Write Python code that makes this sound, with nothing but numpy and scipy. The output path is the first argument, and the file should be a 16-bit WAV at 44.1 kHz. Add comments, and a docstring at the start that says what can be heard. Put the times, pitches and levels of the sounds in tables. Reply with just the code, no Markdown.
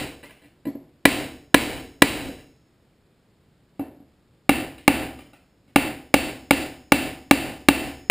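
"""A hammer blow rings away over the low rumble of a small workshop, and a wooden block scuffs on metal.
The hammer is driving a seal into an engine case through the block: three more blows with it lying flat,
then nine, mostly quicker, with it on edge. Each one cracks the wood, rings the case and thumps the bench.
The knocks overload a close mono microphone, whose gain ducks and swells back while the room rings."""
import sys
import numpy as np
from scipy import signal
from scipy.fft import rfft, irfft
from scipy.io import wavfile

SR = 44100
rng = np.random.default_rng(int(sys.argv[2]) if len(sys.argv) > 2 else 0)


def waveform_to_disk(signal):
    """Save audio, clipped to [-1, 1], as 16-bit WAV at the path in sys.argv[1]."""
    frames = np.transpose(np.atleast_2d(signal))
    scaled = np.clip(frames, -1, 1) * 32767
    samples = np.round(scaled).astype(np.int16)
    wavfile.write(sys.argv[1], SR, samples)


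N = 357210

# hammer blows, the first just before the scene opens: start_s, strength_db
BLOWS = [(-.115, -8), (1.0532, -4.5), (1.5431, -1), (2.0198, 0.5), (4.4924, -6), (4.878, -2),
         (5.7592, -5.5), (6.1403, -4), (6.508, -6), (6.9198, -3), (7.3102, -1.5), (7.6855, -0.5),
         (8.0987, 1)]
# how the block is held (flat, on edge, drawn back, pushed forward):
# from_s, contact_cutoff_hz, room_db, thump_db, symmetric_mode_bias_db
GRIPS = [(-1, 4400, 4, 3, 1), (4, 2930, 0.27, -0.5, 0.8), (6, 3730, 0, -0.4, 3.5), (7, 3680, 0, 0.55, 0.5)]
# the woody crack of the block, lying flat and standing on edge: pitch_hz, level_db, t60_s
FLAT_BLOCK_MODES = [(465, -4, 0.053), (550, -5.5, 0.06), (650, -3.5, .04), (820, -12.5, .035),
                    (994, -4, 0.039), (1420, -15.5, 0.024), (1693, 1.5, 0.033), (1967, -5, 0.099),
                    (2356, -3, .04), (2428, -7.5, 0.004), (2740, -2.5, 0.034), (2987, -9, .04),
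                    (3829, -5.5, .03), (4086, -7.5, 0.064), (4800, -9.5, 0.042)]
EDGE_BLOCK_MODES = [(551.5, -3.5, 0.03), (775, -3, 0.032), (843, -6, 0.041), (1193, -8.5, 0.034),
                    (1438, -10, 0.034), (1679, -25.5, 0.049), (2241, 3, 0.017), (2754, -3, 0.042),
                    (3410, -11, 0.024), (3884, -3.5, 0.025), (4956, 0.5, 0.013)]
# the ring of the case and the metal parts around it: pitch_hz, level_db, t60_s
CASE_MODES = [(236, -22, .45), (261, -19, .5), (279, -7.5, .24), (326, -16, .4), (528, -30, .45),
              (648, -25, .5), (748, -23.5, .55), (1757, -25, .45), (2279, -27, .45), (2690, -20, .35),
              (2778, -23, .42), (3494, -29, .5), (3795, -25, .45), (3955, -28, .45), (4000, -38, .55),
              (4490, -19, .45), (4603, -29, .5), (4700, -29, .5), (4893, -26, .55), (4958, -38, .9),
              (5082, -33, .65), (5515, -33, .6), (5911, -31, .7)]
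# case notes that the block stirs most, lying flat and standing on edge: pitch_hz, level_db, t60_s
FLAT_CASE_MODES = [(1050, -20, 0.33), (2245, -15.5, .35), (3940, -21, 0.53), (5360, -33, 0.98)]
EDGE_CASE_MODES = [(2672, -13.5, 0.36), (2655, -18.5, 0.27), (4025, -28, .4)]
# a steel part that sings on between the blows: pitch_hz, level_db, t60_s
STEEL_MODES = [(5270, -43, 2.2)]
# the thump of the engine bouncing on the bench: pitch_hz, level_db, t60_s
BENCH_MODES = [(68.6, -25, .8), (119, -12, 0.044), (288.6, 5, 0.069)]
# tone of the workshop's reverb: frequency_hz, level_db
REVERB_COLOUR = [(35, -19), (68, -5.5), (95, -12.5), (145, -7), (190, -14), (285, 2), (420, -8),
                 (800, -8.5), (1200, -15), (2100, -7), (3050, -6), (3300, -11.5), (5000, -12),
                 (6000, -10.5)]
# length of the reverb tail, band by band: centre_hz, t60_s
REVERB_DECAY = [(70, 0.73), (280, 0.61), (700, 0.5), (2000, 0.46), (5500, 0.43)]
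# tone of the background rumble: frequency_hz, level_db
RUMBLE_COLOUR = [(12, -46), (20, -10), (128, -1), (352, -7.5), (435, -10), (663, -16.5), (1090, -22),
                 (1250, -21.5), (2250, -24.5), (2590, -25.5), (3960, -26.5), (5500, -26), (7150, -55),
                 (12100, -120)]
# light scuffs of the block over the metal: start_s, strength_db, length_s
SCUFFS = [(0.229, -39, .012), (0.294, -47, .02), (.366, -58, .01), (.416, -50.5, .04), (.669, -44.5, .006),
          (2.383, -49, .03), (4.781, -44.5, .003), (5.188, -42, .005), (5.332, -47, .003),
          (5.677, -58.5, .02)]
# the block set down on the case: start_s, strength_db
LANDINGS = [(.653, -38), (3.794, -26)]
# the block rocking into its seat: start_s, strength_db, length_s
ROCKINGS = [(.665, -26, .02), (0.751, -34.5, .01), (2.262, -31, .04), (4.002, -45, .002)]

LEAD, RING = SR // 2, 3 * SR // 2  # samples of pre-roll, and of tail after a knock
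ON_EDGE_FROM_S = 3


def from_db(db):
    return 10 ** (np.asarray(db) / 20)


def at_hz(points, hz):
    known_hz, values = np.transpose(points)
    return np.interp(np.log(np.maximum(hz, 1)), np.log(known_hz), values)


def low_pass(x, cut_hz, order=2):
    return signal.sosfilt(signal.butter(order, cut_hz, fs=SR, output="sos"), x)


def add(track, start_s, sound):
    """Lay a sound into a track that starts LEAD samples early."""
    i = LEAD + round(start_s * SR)
    track[i:i + len(sound)] += sound[:max(len(track) - i, 0)]


def noise(colour, size):
    """Noise of a given colour, rms 1."""
    gain = from_db(at_hz(colour, np.fft.rfftfreq(size, 1 / SR)))
    x = irfft(rfft(rng.standard_normal(size)) * gain, size)
    return x / x.std()


def ring(modes, rise_s, scatter_db=1.2, symmetric_db=0):
    """Struck modes, alternately symmetric and antisymmetric; each hit shares its force out differently."""
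    t, tones = np.arange(RING) / SR, 0
    for k, (hz, db, t60) in enumerate(modes):
        sign = (-1) ** k
        height = from_db(db + sign * symmetric_db + scatter_db * rng.standard_normal())
        decay = np.exp(-np.log(1000) * t / t60)
        tones = tones + sign * height * decay * np.cos(2 * np.pi * hz * t)
    return tones * (1 - np.exp(-t / rise_s))


def knock(start_s, contact_hz, walls, thump_db, metal_db, wood_db=5, symmetric_db=0, linger_db=-16.5):
    """Block, case, bench and room answer one contact; a softer contact leaves out the treble."""
    flat = start_s < ON_EDGE_FROM_S
    block_modes = FLAT_BLOCK_MODES if flat else EDGE_BLOCK_MODES
    case_modes = CASE_MODES + (FLAT_CASE_MODES if flat else EDGE_CASE_MODES)
    steel_db = -14 if flat else 0  # the flat block hardly stirs the steel part
    wood = from_db(wood_db) * ring(block_modes, rise_s=.0014, symmetric_db=symmetric_db)
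    case = from_db(metal_db) * ring(case_modes, rise_s=.0096)
    steel = from_db(steel_db) * ring(STEEL_MODES, rise_s=.004)
    bench = from_db(thump_db) * ring(BENCH_MODES, rise_s=.0013, scatter_db=.6)
    # the block's own notes linger in the room
    lingering = from_db(linger_db) * signal.fftconvolve(walls, wood / np.linalg.norm(wood))[:RING]
    echo = wall_echo(from_db(-6.5) * (wood + bench), cut_hz=380) + wall_echo(lingering, cut_hz=980)
    return low_pass(wood + case + steel + bench + echo + walls, contact_hz)


def reverb(build_s=.0045):
    """Dense workshop reflections that bloom quickly and die sooner in the treble."""
    t, hz = np.arange(RING) / SR, np.fft.rfftfreq(RING, 1 / SR)
    spectrum, tail = rfft(noise(REVERB_COLOUR, RING)), 0
    for k, (_, t60) in enumerate(REVERB_DECAY):
        # each band crossfades into its neighbours
        band = at_hz([(centre, j == k) for j, (centre, _) in enumerate(REVERB_DECAY)], hz)
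        tail = tail + irfft(spectrum * band, RING) * np.exp(-np.log(1000) * t / t60)
    return tail * (1 - np.exp(-t / build_s))


def wall_echo(x, cut_hz, delay_s=.0205):
    """The nearest wall sends the knock back as a dull slap."""
    delayed = np.pad(x, (round(delay_s * SR), 0))[:len(x)]
    return low_pass(delayed, cut_hz)


def scrape(touch, length_s, slips_per_s=900):
    """Wood slipping on metal smears a touch into a first tap and a spray of random grains."""
    size = round(length_s * SR)
    slips = rng.standard_normal(size) * (rng.random(size) < slips_per_s / SR)
    slips[0] = 2
    return signal.fftconvolve(touch, slips / np.linalg.norm(slips))


def hammering(rebound_s=.027, rebound_db=-13, chatter_above_hz=2500):
    """The hammer lands on the block, which then hops and chatters brightly on the seal."""
    track, shared_reverb = np.zeros(LEAD + N), reverb()
    bright = signal.butter(3, chatter_above_hz, "high", fs=SR, output="sos")
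    for start_s, db in BLOWS:
        grip = [row for row in GRIPS if row[0] <= start_s][-1]
        _, contact_hz, room_db, thump_db, symmetric_db = grip
        # the block shifts, so the reflections are only partly alike from blow to blow
        walls = from_db(room_db - 4.5) * (.8 * shared_reverb + .6 * reverb())
        hit = knock(start_s, contact_hz, walls, thump_db, metal_db=1.14, symmetric_db=symmetric_db)
        add(track, start_s, from_db(db) * hit)
        hop = knock(start_s, contact_hz, from_db(-10) * walls, thump_db, metal_db=-9)
        chatter = scrape(signal.sosfilt(bright, hop), length_s=.015, slips_per_s=1500)
        add(track, start_s + rebound_s, from_db(db + rebound_db) * chatter)
    return track


def room_tone(rumble_db=-60.5, hum_hz=112, hum_db=-78):
    """A bed of low rumble and faint mains hum."""
    hum = np.sqrt(2) * np.sin(2 * np.pi * hum_hz * np.arange(LEAD + N) / SR)
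    return from_db(rumble_db) * noise(RUMBLE_COLOUR, LEAD + N) + from_db(hum_db) * hum


def scuffing(contact_hz=4300):
    """The block slides over the case in short, light, bright scratches."""
    track = np.zeros(LEAD + N)
    for start_s, db, length_s in SCUFFS:
        touch = knock(start_s, contact_hz, reverb(), thump_db=.5, metal_db=-6.5, wood_db=3.5,
                      linger_db=-28)
        add(track, start_s, from_db(db) * scrape(touch, length_s))
    return track


def setting_down(thud_cut_hz=807, tick_cut_hz=4942, tick_db=-51.5):
    """The block lands on the case with a soft thud and a tick of its edge."""
    track = np.zeros(LEAD + N)
    for start_s, db in LANDINGS:
        walls = reverb()
        thud = knock(start_s, thud_cut_hz, walls, thump_db=3.5, metal_db=8, wood_db=6)
        tick = knock(start_s, tick_cut_hz, walls, thump_db=1, metal_db=3, wood_db=11.5)
        add(track, start_s, from_db(db) * thud + from_db(tick_db) * tick)
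    return track


def rocking(contact_hz=432):
    """The block rocks into its seat with muffled, bass-heavy bumps."""
    track = np.zeros(LEAD + N)
    for start_s, db, length_s in ROCKINGS:
        touch = knock(start_s, contact_hz, reverb(), thump_db=6.5, metal_db=-2.5)
        add(track, start_s, from_db(db) * scrape(touch, length_s))
    return track


def automatic_gain(x, threshold_db=-10, late_s=.003, attack_s=.0024, release_db_per_s=70):
    """The gain ducks a few milliseconds too late for the knock, then climbs back steadily."""
    t, window = np.arange(len(x)) / SR, SR // 500
    power = signal.lfilter(np.ones(window) / window, [1], x * x)
    over_db = np.maximum(10 * np.log10(np.maximum(power, 1e-12)) - threshold_db, 0)
    duck_db = np.maximum.accumulate(over_db + release_db_per_s * t) - release_db_per_s * t
    late_duck_db = np.interp(t - late_s, t, duck_db)
    pole = np.exp(-1 / (attack_s * SR))
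    return from_db(-signal.lfilter([1 - pole], [1, -pole], late_duck_db))


def scene(leak_s=.0007):
    """One microphone with a pumping gain feeds two almost identical channels."""
    sound = hammering() + setting_down() + rocking() + scuffing() + room_tone()
    gain = automatic_gain(sound)
    mono = (gain * sound)[LEAD:]
    # each change of gain leaks out as a low bump, opposite in the two channels
    bump = -leak_s * SR * low_pass(np.gradient(gain), cut_hz=150, order=1)[LEAD:]
    hiss = from_db(-76) * noise([(20, -2.5), (200, 3), (800, -9.5), (5500, -14)], N)
    side = bump + hiss
    return np.array([mono + side, mono - side])


def record(dry):
    """A slow converter clips the knocks and holds each sample, mirroring the sound into the treble."""
    converter_hz, cutoff_hz = 12000, 15400
    slow = signal.resample_poly(dry, converter_hz, SR, axis=1, window=("kaiser", 8))
    clipped = np.clip(slow, -1, 1)
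    softened = signal.lfilter([.9, .72], [1, .62], clipped)  # a dip near half the converter's rate
    steps = np.repeat(softened, 4, axis=1)
    held = signal.resample_poly(steps, SR, 4 * converter_hz, axis=1)[:, :N]
    top_cut = signal.ellip(10, .1, 70, cutoff_hz, fs=SR, output="sos")
    return np.clip(signal.sosfilt(top_cut, held), -1, 1)


dry = scene()
out = record(dry)
waveform_to_disk(out)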